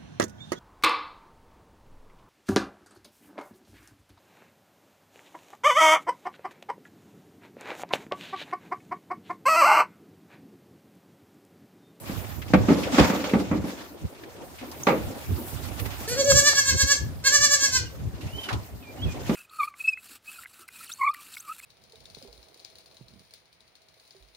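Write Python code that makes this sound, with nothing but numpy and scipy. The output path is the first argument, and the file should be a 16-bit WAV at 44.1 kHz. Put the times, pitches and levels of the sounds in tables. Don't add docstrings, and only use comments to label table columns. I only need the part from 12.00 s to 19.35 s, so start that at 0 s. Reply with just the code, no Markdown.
import sys
import numpy as np
from scipy import signal
from scipy.fft import rfft, irfft, next_fast_len
from scipy.io import wavfile
from scipy.ndimage import uniform_filter1d

SR = 44100
rng = np.random.default_rng(int(sys.argv[2]) if len(sys.argv) > 2 else 0)


def linear_from_db(decibels):
    return 10 ** (np.asarray(decibels, float) / 20)


def digitize_waveform(pressure):
    field = np.atleast_2d(pressure).T
    bounded = np.clip(field, -1, 1)
    quanta = np.round(bounded * 32767).astype(np.int16)
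    wavfile.write(sys.argv[1], SR, quanta)


N = 324128
WEIGHT_S = 0.0022
HALF_PAN = np.array([[.5], [-.5]])


def rms_one(x):
    return x / np.sqrt(np.mean(x ** 2) + 1e-20)


def in_time(rows):
    s, *columns = np.transpose(rows)
    return [np.interp(np.arange(N) / SR, s, c) for c in columns]


def at_hz(points, hz):
    points_hz, values = np.transpose(points)
    return np.interp(np.log(hz), np.log(points_hz + 1e-9), values)


def drift(rate_hz):
    r = np.exp(-2 * np.pi * rate_hz / SR)
    settle = 20000
    slow = signal.lfilter([1], [1, -2 * r, r * r], rng.standard_normal(N + settle))
    return rms_one(slow[settle:])


def resonance(x, hz, width_hz):
    r = np.exp(-np.pi * width_hz / SR)
    zeros = np.array([1, 0, -1]) * (1 - r * r) / 2
    return signal.lfilter(zeros, [1, -2 * r * np.cos(2 * np.pi * hz / SR), r * r], x)


def band(x, low_hz, high_hz):
    return signal.sosfilt(signal.butter(3, [low_hz, high_hz], "band", fs=SR, output="sos"), x)


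def shaken(modes, push):
    sound = sum(linear_from_db(db) * resonance(push, hz, width_hz) for hz, width_hz, db in modes)
    return sound / np.abs(sound).max()


def burst(s, t60, rise_s):
    t = np.arange(min(round(.5 * SR), N - round(s * SR))) / SR
    noise = rng.standard_normal((2, SR // 2))[:, :len(t)]
    return round(s * SR), noise * (1 - np.exp(-t / rise_s)) * linear_from_db(-60 * t / max(t60, .02))


def banded_noise(spectrum, patchy_db, rate_hz):
    # f/Hz, correlation
    likeness = [(60, 0.62), (180, 0.69), (550, 0.5), (1650, -0.18), (4970, -0.07), (15000, -0.15)]
    out, together = 0, drift(rate_hz)
    low_hz, top_hz = spectrum[0][0], spectrum[-1][0]
    edges = np.geomspace(low_hz, top_hz, round(2 * np.log2(top_hz / low_hz)) + 2)
    white = rng.standard_normal((2, 2, N))
    for k, (low, high) in enumerate(zip(edges, edges[1:])):
        sos = signal.butter(2, [low, high], "band", fs=SR, output="sos")
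        mid, side = signal.sosfilt(sos, white[k % 2])
        hz = np.sqrt(low * high)
        alike = np.clip(at_hz(likeness, hz), -1, 1)
        gain = linear_from_db(at_hz(spectrum, hz) + patchy_db * (0.85 * together + drift(rate_hz)))
        out = out + gain * (np.sqrt(1 + alike) * mid + np.sqrt(1 - alike) * side * [[1], [-1]])
    return rms_one(out)


def gusts(rows, lull_db):
    span_db = 20
    t = np.arange(N) / SR
    for s, db, rise_s, fall_s in rows:
        away = np.maximum((s - t) / max(rise_s, .01), (t - s) / max(fall_s, .01))
        lull_db = np.maximum(lull_db, db - span_db * away)
    return lull_db


def crackle():
    cracks_per_s = 900
    sizes = linear_from_db(3.44 * np.minimum(rng.exponential(1, N), 5)) * (rng.random(N) < cracks_per_s / SR)
    left, dealt = rng.uniform(0.097, 0.64, N), rng.integers(0, 10, N)
    clicks = sizes * np.sqrt([left, 1 - left]) + 1e-18
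    out = 0
    for k, hz in enumerate(np.geomspace(900, 7000, 10)):
        out = out + resonance(clicks * (dealt == k), hz, 0.12 * hz) / hz ** 0.99
    return rms_one(out)


def straw():
    # t/s, level/dB
    stirring = [(0.0, -53), (0.17, -45.5), (0.4, -53.5), (0.62, -46), (0.77, -39), (0.9, -42), (1.0, -25),
                (1.1, -40), (1.7, -51.5), (2.0, -57), (2.5, -55), (3.0, -49.5), (4.0, -48), (5.1, -56.5),
                (6.1, -57.5), (6.47, -51), (6.8, -60), (7.35, -43)]
    # t/s, stir/dB, rise/s, fall/s
    scuffs = [(.93, -31.5, 0.045, .12), (1.05, -29, .08, 0.094), (1.075, -29, .05, 0.089),
              (1.15, -38, .1, 0.2), (1.255, -42.5, 0.11, 0.17), (1.4, -41, .08, 0.12),
              (1.49, -46, .08, .08), (1.69, -43.5, 0.11, .15), (1.8, -46.5, 0.21, 0.25),
              (3.8, -40, 0.03, 0.055), (3.865, -41.5, 0.043, 0.051), (4.01, -44.5, 0.13, 0.093)]
    # t/s, level/dB
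    breeze = [(0, -40), (.35, -43.5), (.7, -49), (1.5, -53.5), (2.25, -48), (2.9, -45), (3.35, -42.5),
              (3.51, -37), (3.66, -41), (4.0, -44.5), (5.15, -48), (7.35, -50)]
    # f/Hz, density/dB
    rustle_spectrum = [(530, 0), (900, -1), (1510, -4), (2160, -4.5), (3180, -7), (6940, -11), (9000, -78),
                       (11700, -56), (19800, -120)]
    hiss_spectrum = [(7600, -8), (8600, -3.5), (10200, -4), (12000, -2), (14000, 1), (16000, 5)]
    shuffle_spectrum = [(88, -49), (150, -2.5), (211, -14.5), (314, 13), (364, -7.5), (568, -3.5),
                        (1200, -21.5), (1560, -42), (2640, -120)]
    mean_stir_db, shuffle_db, crackle_db = -49, -42, -6.5
    shuffle_follows, hiss_follows = 0.76, 0.66
    (stir_db,), (breeze_db,) = in_time(stirring), in_time(breeze)
    stir_db = gusts(scuffs, stir_db)
    swing_db = stir_db - mean_stir_db
    rustle = linear_from_db(stir_db + 4.0) * banded_noise(rustle_spectrum, patchy_db=2.0, rate_hz=21)
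    hiss_db = breeze_db + hiss_follows * swing_db - 3
    hiss = linear_from_db(hiss_db) * banded_noise(hiss_spectrum, patchy_db=2.4, rate_hz=6)
    shuffle = banded_noise(shuffle_spectrum, patchy_db=4.0, rate_hz=12.8)
    shuffle = linear_from_db(shuffle_db + shuffle_follows * swing_db) * shuffle
    return rustle + hiss + shuffle + linear_from_db(stir_db + crackle_db) * crackle()


def wind():
    # t/s, peak/dB, rise/s, fall/s
    swells = [(.18, -38.5, .12, 0.06), (.39, -41.5, 0.34, 0.2), (.53, -38, .07, .1),
              (.61, -23.5, 0.14, 0.09), (.71, -31, 0.21, 0.048), (1.0, -19.5, 0.014, 0.072),
              (1.35, -38, 0.057, 0.2), (1.53, -32.5, 0.1, .045), (1.6, -33.5, 0.1, 0.098),
              (2.05, -27, 0.031, 0.025), (3.07, -34.5, 0.23, 0.061), (3.32, -22, 0.052, 0.05),
              (3.559, -37, 0.085, 0.019), (3.83, -38.5, 0.15, 0.31), (4.13, -34, 0.057, 0.088),
              (4.341, -23, 0.073, 0.093), (4.758, -24, 0.089, 0.022), (4.839, -22.5, 0.024, 0.032),
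              (5.018, -29, 0.051, 0.21), (5.16, -38.5, .045, 0.18), (5.416, -36, 0.083, 0.049),
              (5.81, -35, 0.18, 0.18), (6.08, -29, 0.16, 0.031), (6.14, -35, 0.027, .07),
              (6.26, -31.5, 0.059, 0.051), (6.34, -35, 0.03, 0.092), (6.535, -26.5, .022, 0.099),
              (6.74, -39.5, 0.086, 0.13), (7.06, -25, 0.071, 0.087), (7.31, -38, 0.56, 0.12)]
    # t/s, L-R/dB, lull/dB
    leeward = [(0, -29.5, -63), (.6, -6.5, -38.5), (2, -1, -59.5), (3.2, -2.5, -50.5), (3.7, -27.5, -47.5),
               (4.1, -4, -45.5), (6, -1, -54), (6.7, -2, -57), (7.35, -3.5, -52)]
    # f/Hz, density/dB
    gust_spectrum = [(12, -48), (20, -28), (32, -26), (67, 0.5), (86, 3), (139, -6), (173, -10.5),
                     (296, -19.5), (350, -20), (460, -34), (770, -120)]
    pan_db, lull_db = in_time(leeward)
    eddies = banded_noise(gust_spectrum, patchy_db=0.5, rate_hz=9.6)
    eddies[1] -= 0.54 * eddies[0]
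    steady = eddies / np.sqrt(uniform_filter1d((eddies ** 2).mean(0), size=1400) + 0.031)
    level_db = gusts(swells, lull_db) + 4.0 + pan_db * HALF_PAN
    return band(linear_from_db(level_db) * steady, low_hz=45, high_hz=1500)


def insects():
    trill_hz, width_hz, level_db = 8600, 250, -70
    hiss = rng.standard_normal((2, N))
    trill = resonance(resonance(hiss, trill_hz, width_hz), trill_hz, width_hz)
    return linear_from_db(level_db) * rms_one(trill)


def hooves():
    # t/s, thud peak/dB, knock re thud/dB, crack re thud/dB, t60/s
    steps = [(0.094, -23, -15, -31, 0.075), (0.501, -27, -11, -27, 0.055), (0.535, -5, -7, -13.5, 0.17),
             (0.684, -9, -12.5, -19, 0.46), (0.702, -8, -29, -24, 0.13), (0.719, -11, -22, -16, 0.068),
             (0.943, -19.5, -6.5, -3, 0.17), (0.982, -9, -3.5, -19, 0.52), (1.099, -16, -8, -34, 0.8),
             (1.24, -37, 9, 14, 0.54), (1.334, -8, -15, -21.5, 0.31), (1.512, -13, -14.5, -45, 0.36),
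             (1.64, -19.5, -18, -31, 0.34), (2.868, -15, 2.5, -3.5, 0.19), (2.884, -16, 2.5, -8.5, 0.38),
             (7.039, -31.5, -31, -7, 0.21), (7.293, -13, -15.5, -16, 0.31)]
    # f/Hz, width/Hz, level/dB
    board_modes = [(190.3, 23, 12.5), (227.7, 20, 12.5), (285, 33, 12.5), (390, 49, -43)]
    knock_modes = [(610, 33, 24.5), (770, 130, 15), (980, 740, -33), (1123, 190, 5), (1460, 940, -44),
                   (2040, 800, -2)]
    plank_modes = [(332, 30, 6.5), (433, 120, 2.5), (507, 90, 1)]
    plank_db, grit_hiss_db, herd_pan_db = -1, -23, -1
    weight = 0.6
    out = np.zeros((2, N))
    for s, db, knock_db, crack_db, t60 in steps:
        at, push = burst(s, t60, rise_s=0.0028)
        shove = weight * np.sin(np.pi * np.clip(np.arange(push.shape[1]) / SR / WEIGHT_S, 0, 1))
        push = shove + push[0] + 0.15 * push[1] * [[1], [-1]]
        thud = shaken(board_modes, band(push, 151.0, 800))
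        rattle = linear_from_db(knock_db + plank_db) * shaken(plank_modes, band(push, 330, 580))
        tap = burst(s, 0.62 * t60, rise_s=0.00053)[1]
        knock = shaken(knock_modes, band(tap + 0.12 * tap[::-1], 826, 2430))
        grit = burst(s, .5 * t60, rise_s=0.0009)[1]
        crack = shaken([(3000, 1600, 0)], band(grit, 970, 8300))
        crack = crack + linear_from_db(grit_hiss_db) * band(grit, 12300, 21000)
        step = thud + rattle + linear_from_db(knock_db + 4.5) * knock + linear_from_db(crack_db - 1.0) * crack
        out[:, at:at + step.shape[1]] += linear_from_db(db) * step
    return out * linear_from_db(herd_pan_db * HALF_PAN)


def snaps():
    # t/s, peak/dB, centre f/Hz, t60/s, L-R/dB
    stalks = [(0.417, -30.5, 1870, 0.067, 1), (0.479, -36, 2480, 0.071, -2), (0.831, -22.5, 2300, 0.1, 0),
              (1.198, -31, 2500, 0.081, 1), (1.292, -24.5, 2320, 0.072, 1), (2.146, -47, 3000, 0.11, 0),
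              (2.235, -35.5, 1780, 0.042, -1), (2.582, -38, 2480, 0.19, -1), (2.713, -32.5, 5100, 0.055, 3),
              (3.792, -30, 2100, 0.078, -8), (3.853, -31, 1810, 0.09, -6), (3.902, -32, 2440, 0.14, -6),
              (4.083, -20.5, 7000, 0.19, -2), (4.317, -19, 1080, 0.035, 3.5), (4.53, -21, 1190, 0.025, 1),
              (6.207, -34.5, 2500, 0.32, -1), (6.431, -30, 3000, 0.19, 0), (6.485, -19, 1610, 0.12, -3),
              (6.504, -23.5, 970, 0.27, 1), (6.525, -25.5, 3040, 0.082, 1), (7.264, -32, 2400, 0.37, 0)]
    thick_hz = 1300
    splinter_db, thin_hz = -14, 2500
    out = np.zeros((2, N))
    for s, db, hz, t60, pan_db in stalks:
        thin = hz > thick_hz
        at, puff = burst(s, t60, rise_s=0.004 if thin else 0.0012)
        body = shaken([(hz, 0.5 * hz, 0)], band(puff, 280, 6100 if thin else 1.46 * hz))
        splinters = linear_from_db(splinter_db) * min(hz / thin_hz, 2) ** 2 * band(puff, 5000, 13000)
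        out[:, at:at + puff.shape[1]] += linear_from_db(db + pan_db * HALF_PAN) * (body + splinters)
    return out


def joist():
    # t/s, peak/dB
    shoves = [(.543, -13), (.552, -12), (.693, -14), (.705, -8), (.716, -8), (.723, -11), (.985, -5),
              (.998, -6), (1.012, -12), (1.115, -20), (1.14, -21), (1.343, -15), (1.35, -14), (1.363, -17),
              (1.42, -22), (1.545, -21), (1.585, -23), (2.9, -17), (2.912, -16), (2.928, -17), (2.942, -19),
              (2.975, -24)]
    # f/Hz, width/Hz, level/dB
    beam_modes = [(190, 45, 0.5), (265, 60, 1.5), (350, 80, -3), (450, 110, -8)]
    s, db = np.transpose(shoves)
    pushes = np.zeros(N)
    pushes[(s * SR).astype(int)] = linear_from_db(db)
    soft = np.r_[np.hanning(round(WEIGHT_S * SR)), np.zeros(SR // 5)]
    return signal.fftconvolve(pushes, shaken(beam_modes, band(soft, 130, 900)))[:N]


def birds():
    # t/s, from f/Hz, to f/Hz, length/s, level/dB
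    chirps = [
        (1.269, 5800, 7200, 0.011, -36.5),
        (2.832, 5500, 7100, 0.0073, -25.5),
        (4.243, 5800, 7100, 0.0102, -20),
    ]
    # t/s, length/s, end f/Hz, top f/Hz, level/dB
    arches = [
        (6.283, .224, 2650, 3115, -40.5),
        (7.012, .046, 2900, 3380, -35),
    ]
    # t/s, length/s, from f/Hz, settled f/Hz, level/dB
    hooks = [
        (5.85, .06, 2970, 2860, -50),
        (6.82, .095, 2800, 2370, -52),
        (6.985, .03, 2880, 2960, -50),
        (7.052, .078, 2950, 2443, -48),
    ]
    settle_s, arch_swell_db = .012, 12
    out, t = np.zeros(N), np.arange(N) / SR
    notes = []
    for s, length_s, end_hz, top_hz, db in arches:
        arch = np.sin(np.pi * np.clip((t - s) / length_s, 0, 1) ** 1.15) ** .75
        notes.append((s, length_s, end_hz + (top_hz - end_hz) * arch, db - arch_swell_db * (1 - arch)))
    for s, length_s, from_hz, hz, db in hooks:
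        glide = np.exp(-np.maximum(t - s, 0) / settle_s)
        notes.append((s, length_s, hz + (from_hz - hz) * glide, db))
    for s, length_s, hz, db in notes:
        ends = np.clip(np.minimum(t - s, s + length_s - t) / 0.0074, 0, 1)
        level = np.sqrt(2) * linear_from_db(db - 2.5 + 3.2 * drift(31))
        out += level * ends * np.sin(2 * np.pi * np.cumsum(hz) / SR)
    for s, from_hz, to_hz, length_s, db in chirps:
        part = np.clip((t - s) / length_s, 0, 1)
        hz = from_hz + (to_hz - from_hz) * part
        out += linear_from_db(db) * np.sin(np.pi * part) * np.sin(2 * np.pi * np.cumsum(hz) / SR)
    return out


def bleat(throbs, mouth):
    # f/Hz, width/Hz, level/dB
    throat = [(1723, 113, 11.5), (1150, 800, -8.5), (2120, 720, -9.5), (3260, 320, -5.5), (4347, 390, 1.5),
              (5850, 670, 2), (7290, 706, 1), (10270, 2100, -19.5), (11330, 1200, -17.5),
              (14200, 2500, -29.5)]
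    climb_hz_per_s, scoop_hz_per_s = 500, 1300
    kick_hz, sag_hz = 15, 36
    swell_db_per_s, onset_db, slack_db = 252, 17.5, 11.5
    hold_s = 0.0086
    breathy, jitter, unsteady = .36, .013, .03
    spread_rad, patchy_db, uneven_db = .09, .2, 1.2
    slack_mouth_db, slack_low_db, slack_cheek_db, slack_top_db = -5, -18, 2.5, -1
    nose_hz, nose_width_hz = 1520, 170

    start_s, top_s, top_hz, top_db, hoarse = np.transpose(throbs)
    span = slice(round(start_s[0] * SR), round((top_s[-1] + .03) * SR))
    t = np.arange(N)[span] / SR
    opening, hum_db, effort_db, bright_db = [c[span] for c in in_time(mouth)]

    def along(times, values):
        return np.interp(t, np.ravel(times, "F"), np.ravel(values, "F"))

    climb_s = top_s - start_s
    climb_rates = np.r_[scoop_hz_per_s, np.full(len(throbs) - 2, climb_hz_per_s), 0]
    start_hz = top_hz - climb_s * climb_rates
    kick_s, sag_s = np.maximum(top_s - .022, start_s + .002), top_s + .022
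    held_hz = np.maximum(top_hz - kick_hz, start_hz)
    pitch = along([start_s, kick_s, top_s, sag_s], [start_hz, held_hz, top_hz, top_hz - sag_hz])
    pitch = uniform_filter1d(pitch, size=420)

    swelling_db = (top_db - swell_db_per_s * climb_s)[1:-1]
    start_db = np.r_[top_db[0] - onset_db, swelling_db, top_db[-2] - slack_db]
    level_db = along([start_s, top_s, top_s + hold_s], [start_db, top_db, top_db])
    level_db = uniform_filter1d(level_db, size=600) + effort_db

    slack_s = np.minimum(top_s + .03, np.append(start_s[1:], 9) - .001)
    calm_s = np.ravel([start_s, .6 * start_s + .4 * top_s, top_s + .006, slack_s], "F")
    slack = np.interp(t, calm_s, np.tile([1.0, 0.041, 0.052, 1], len(throbs)))
    rough = np.maximum(slack, along([start_s, top_s], [hoarse, hoarse]))

    cycles = np.cumsum(pitch * (1 + jitter * (rough + unsteady) * drift(365)[span])) / SR
    pulses = 0
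    for k in range(2, 28):
        waver = linear_from_db(patchy_db * min(k, 12) * drift(49)[span])
        pulses = pulses + waver * np.cos(2 * np.pi * k * cycles + spread_rad * k * k)
    pulses = pulses / np.sqrt(12.5)
    air = rng.standard_normal(len(t)) * (1 + 0.49 * np.cos(2 * np.pi * cycles))
    source = pulses * (1 - 0.44 * rough) + breathy * rough * band(air, low_hz=3900, high_hz=15800)

    modes = []
    for k, (hz, width_hz, db) in enumerate(throat):
        gain = (-1) ** k * linear_from_db(db + uneven_db * drift(32.0)[span])
        modes.append(gain * resonance(source, hz, width_hz))
    front = np.clip(opening, 0, 1.5) * linear_from_db(slack_mouth_db * rough) * modes[0]
    low = linear_from_db(slack_low_db * rough) * modes[1] + linear_from_db(slack_cheek_db * rough) * modes[2]
    low = low - np.clip(1 - opening, 0, 1) * resonance(low, nose_hz, nose_width_hz)
    high = sum(modes[5:7]) + linear_from_db(slack_top_db * rough) * sum(modes[7:])
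    voice = front + low + sum(modes[3:5]) + linear_from_db(bright_db) * high

    hum_level = np.sqrt(2) * linear_from_db(hum_db + 0.6 * (level_db - top_db.max()))
    hum = hum_level * np.cos(2 * np.pi * np.cumsum(pitch) / SR)
    fade = np.clip((t[-1] - t) / 0.044, 0, 1) * np.clip((t - t[0]) / 0.0028, 0, 1)
    out = np.zeros(N)
    out[span] = fade * (linear_from_db(level_db + 6.0) * rms_one(voice) + hum)
    return out


def ports(x):
    # f/Hz, phase/rad
    port_phase = [(100, 0), (1800, 1), (4500, 2.0), (5800, 3.4), (7240, 4.8), (7800, 6.1), (9500, 4.9),
                  (11000, 5.8), (16000, 6.5)]
    # f/Hz, L-R/dB
    port_balance = [(500, 1), (1170, -2), (2700, -1.5), (6400, -2), (7700, -1), (8600, 4), (10500, 4),
                    (12500, .5), (15000, 0)]
    size = next_fast_len(N)
    hz = np.arange(1, size // 2 + 2) * SR / size
    lead = np.exp(.5j * np.interp(hz, *np.transpose(port_phase)))
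    half = linear_from_db(at_hz(port_balance, hz) / 2) * lead
    return irfft(rfft(x, size) * np.array([half, 1 / half]), size)[:, :N]


def place(x, pan_db, lag_s):
    n = np.arange(N)
    late = np.interp(n - lag_s * SR, n, x)
    return np.array([x * linear_from_db(pan_db / 2), late * linear_from_db(-pan_db / 2)])


def shed(x):
    t60_s, roof_cut_hz = 0.33, 12800
    size = next_fast_len(N + SR)
    w = 2 * np.pi * np.arange(size // 2 + 1) / size
    dull = 1 / (1 + 1j * w * SR / (2 * np.pi * roof_cut_hz))
    out, spectrum = np.zeros((2, N)), rfft(x, size)
    for k, lag in enumerate(rng.uniform(.006, .03, 20) * SR):
        loop = linear_from_db(-60 * lag / SR / t60_s) * dull * np.exp(-1j * w * round(lag))
        out[k % 2] += irfft(spectrum * loop / (1 - loop), size)[:N] * (-1) ** (k // 2)
    return out


def scene():
    # start/s, top/s, top pitch/Hz, top/dB, hoarseness 0-1
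    bleats = [
        [(4.075, 4.13, 500, -27, .75), (4.168, 4.205, 562, -23, .05), (4.238, 4.286, 576, -23, .55),
         (4.298, 4.308, 562, -16, .15), (4.345, 4.384, 582, -15, .03), (4.431, 4.48, 594, -13, .03),
         (4.542, 4.589, 568, -16, .03), (4.642, 4.695, 553, -16.5, .03), (4.757, 4.814, 558, -16.5, .03),
         (4.857, 4.916, 573, -16, .03), (4.965, 5.0, 530, -41, .8)],
        [(5.238, 5.273, 551, -16, .03), (5.313, 5.352, 590, -15, .03), (5.398, 5.444, 593, -14, .03),
         (5.487, 5.537, 584, -16, .03), (5.585, 5.648, 561, -16, .03), (5.705, 5.76, 529, -19, .03),
         (5.805, 5.845, 485, -42, 1)],
    ]
    # t/s, opening 0-1, nasal hum/dB, extra effort/dB, brightness/dB
    mouths = [
        [(4.07, 0.67, -19, 5, -2.5), (4.15, 1, -23, -9, -3), (4.195, 0.07, -12.5, -4.5, -2),
         (4.31, 0.47, -10, -7.5, 3), (4.38, 0.44, -22, -8, 5.5), (4.47, 0.52, -30, -6.5, -2),
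         (4.59, 0.46, -38, -7.5, 0), (4.92, 0.46, -34.5, -7.5, 0), (5.0, 0.8, -32, -11, 5)],
        [(5.25, 0.64, -39, -3, -5), (5.3, 0.73, -36, -8.5, 2.5), (5.35, 0.58, -32, -6.5, 1.5),
         (5.44, 0.5, -36, -6.5, 1), (5.54, 0.53, -31.5, -6.5, 2), (5.65, 0.52, -40, -9.5, 2),
         (5.76, 0.65, -57, -6, 1), (5.85, 1, -27, -7, -10)],
    ]
    shed_db = -12.5
    kid, song, feet = sum(map(bleat, bleats, mouths)), birds(), hooves() + joist()
    near = ports(kid) + place(song, pan_db=-4.5, lag_s=0.000426)
    room = linear_from_db(shed_db) * shed(.7 * kid + .35 * song + .4 * feet.mean(0))
    return near + room + feet + snaps() + straw() + wind() + insects()


def roll_off(x):
    return signal.sosfilt(signal.butter(12, 15860, fs=SR, output="sos"), x)


def record(dry):
    cut = signal.sosfilt(signal.cheby2(12, 70, 16760, fs=SR, output="sos"), dry)
    mix = np.clip(cut, -.97, .97)
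    return roll_off(mix)


dry = scene()
out = record(dry)
digitize_waveform(out)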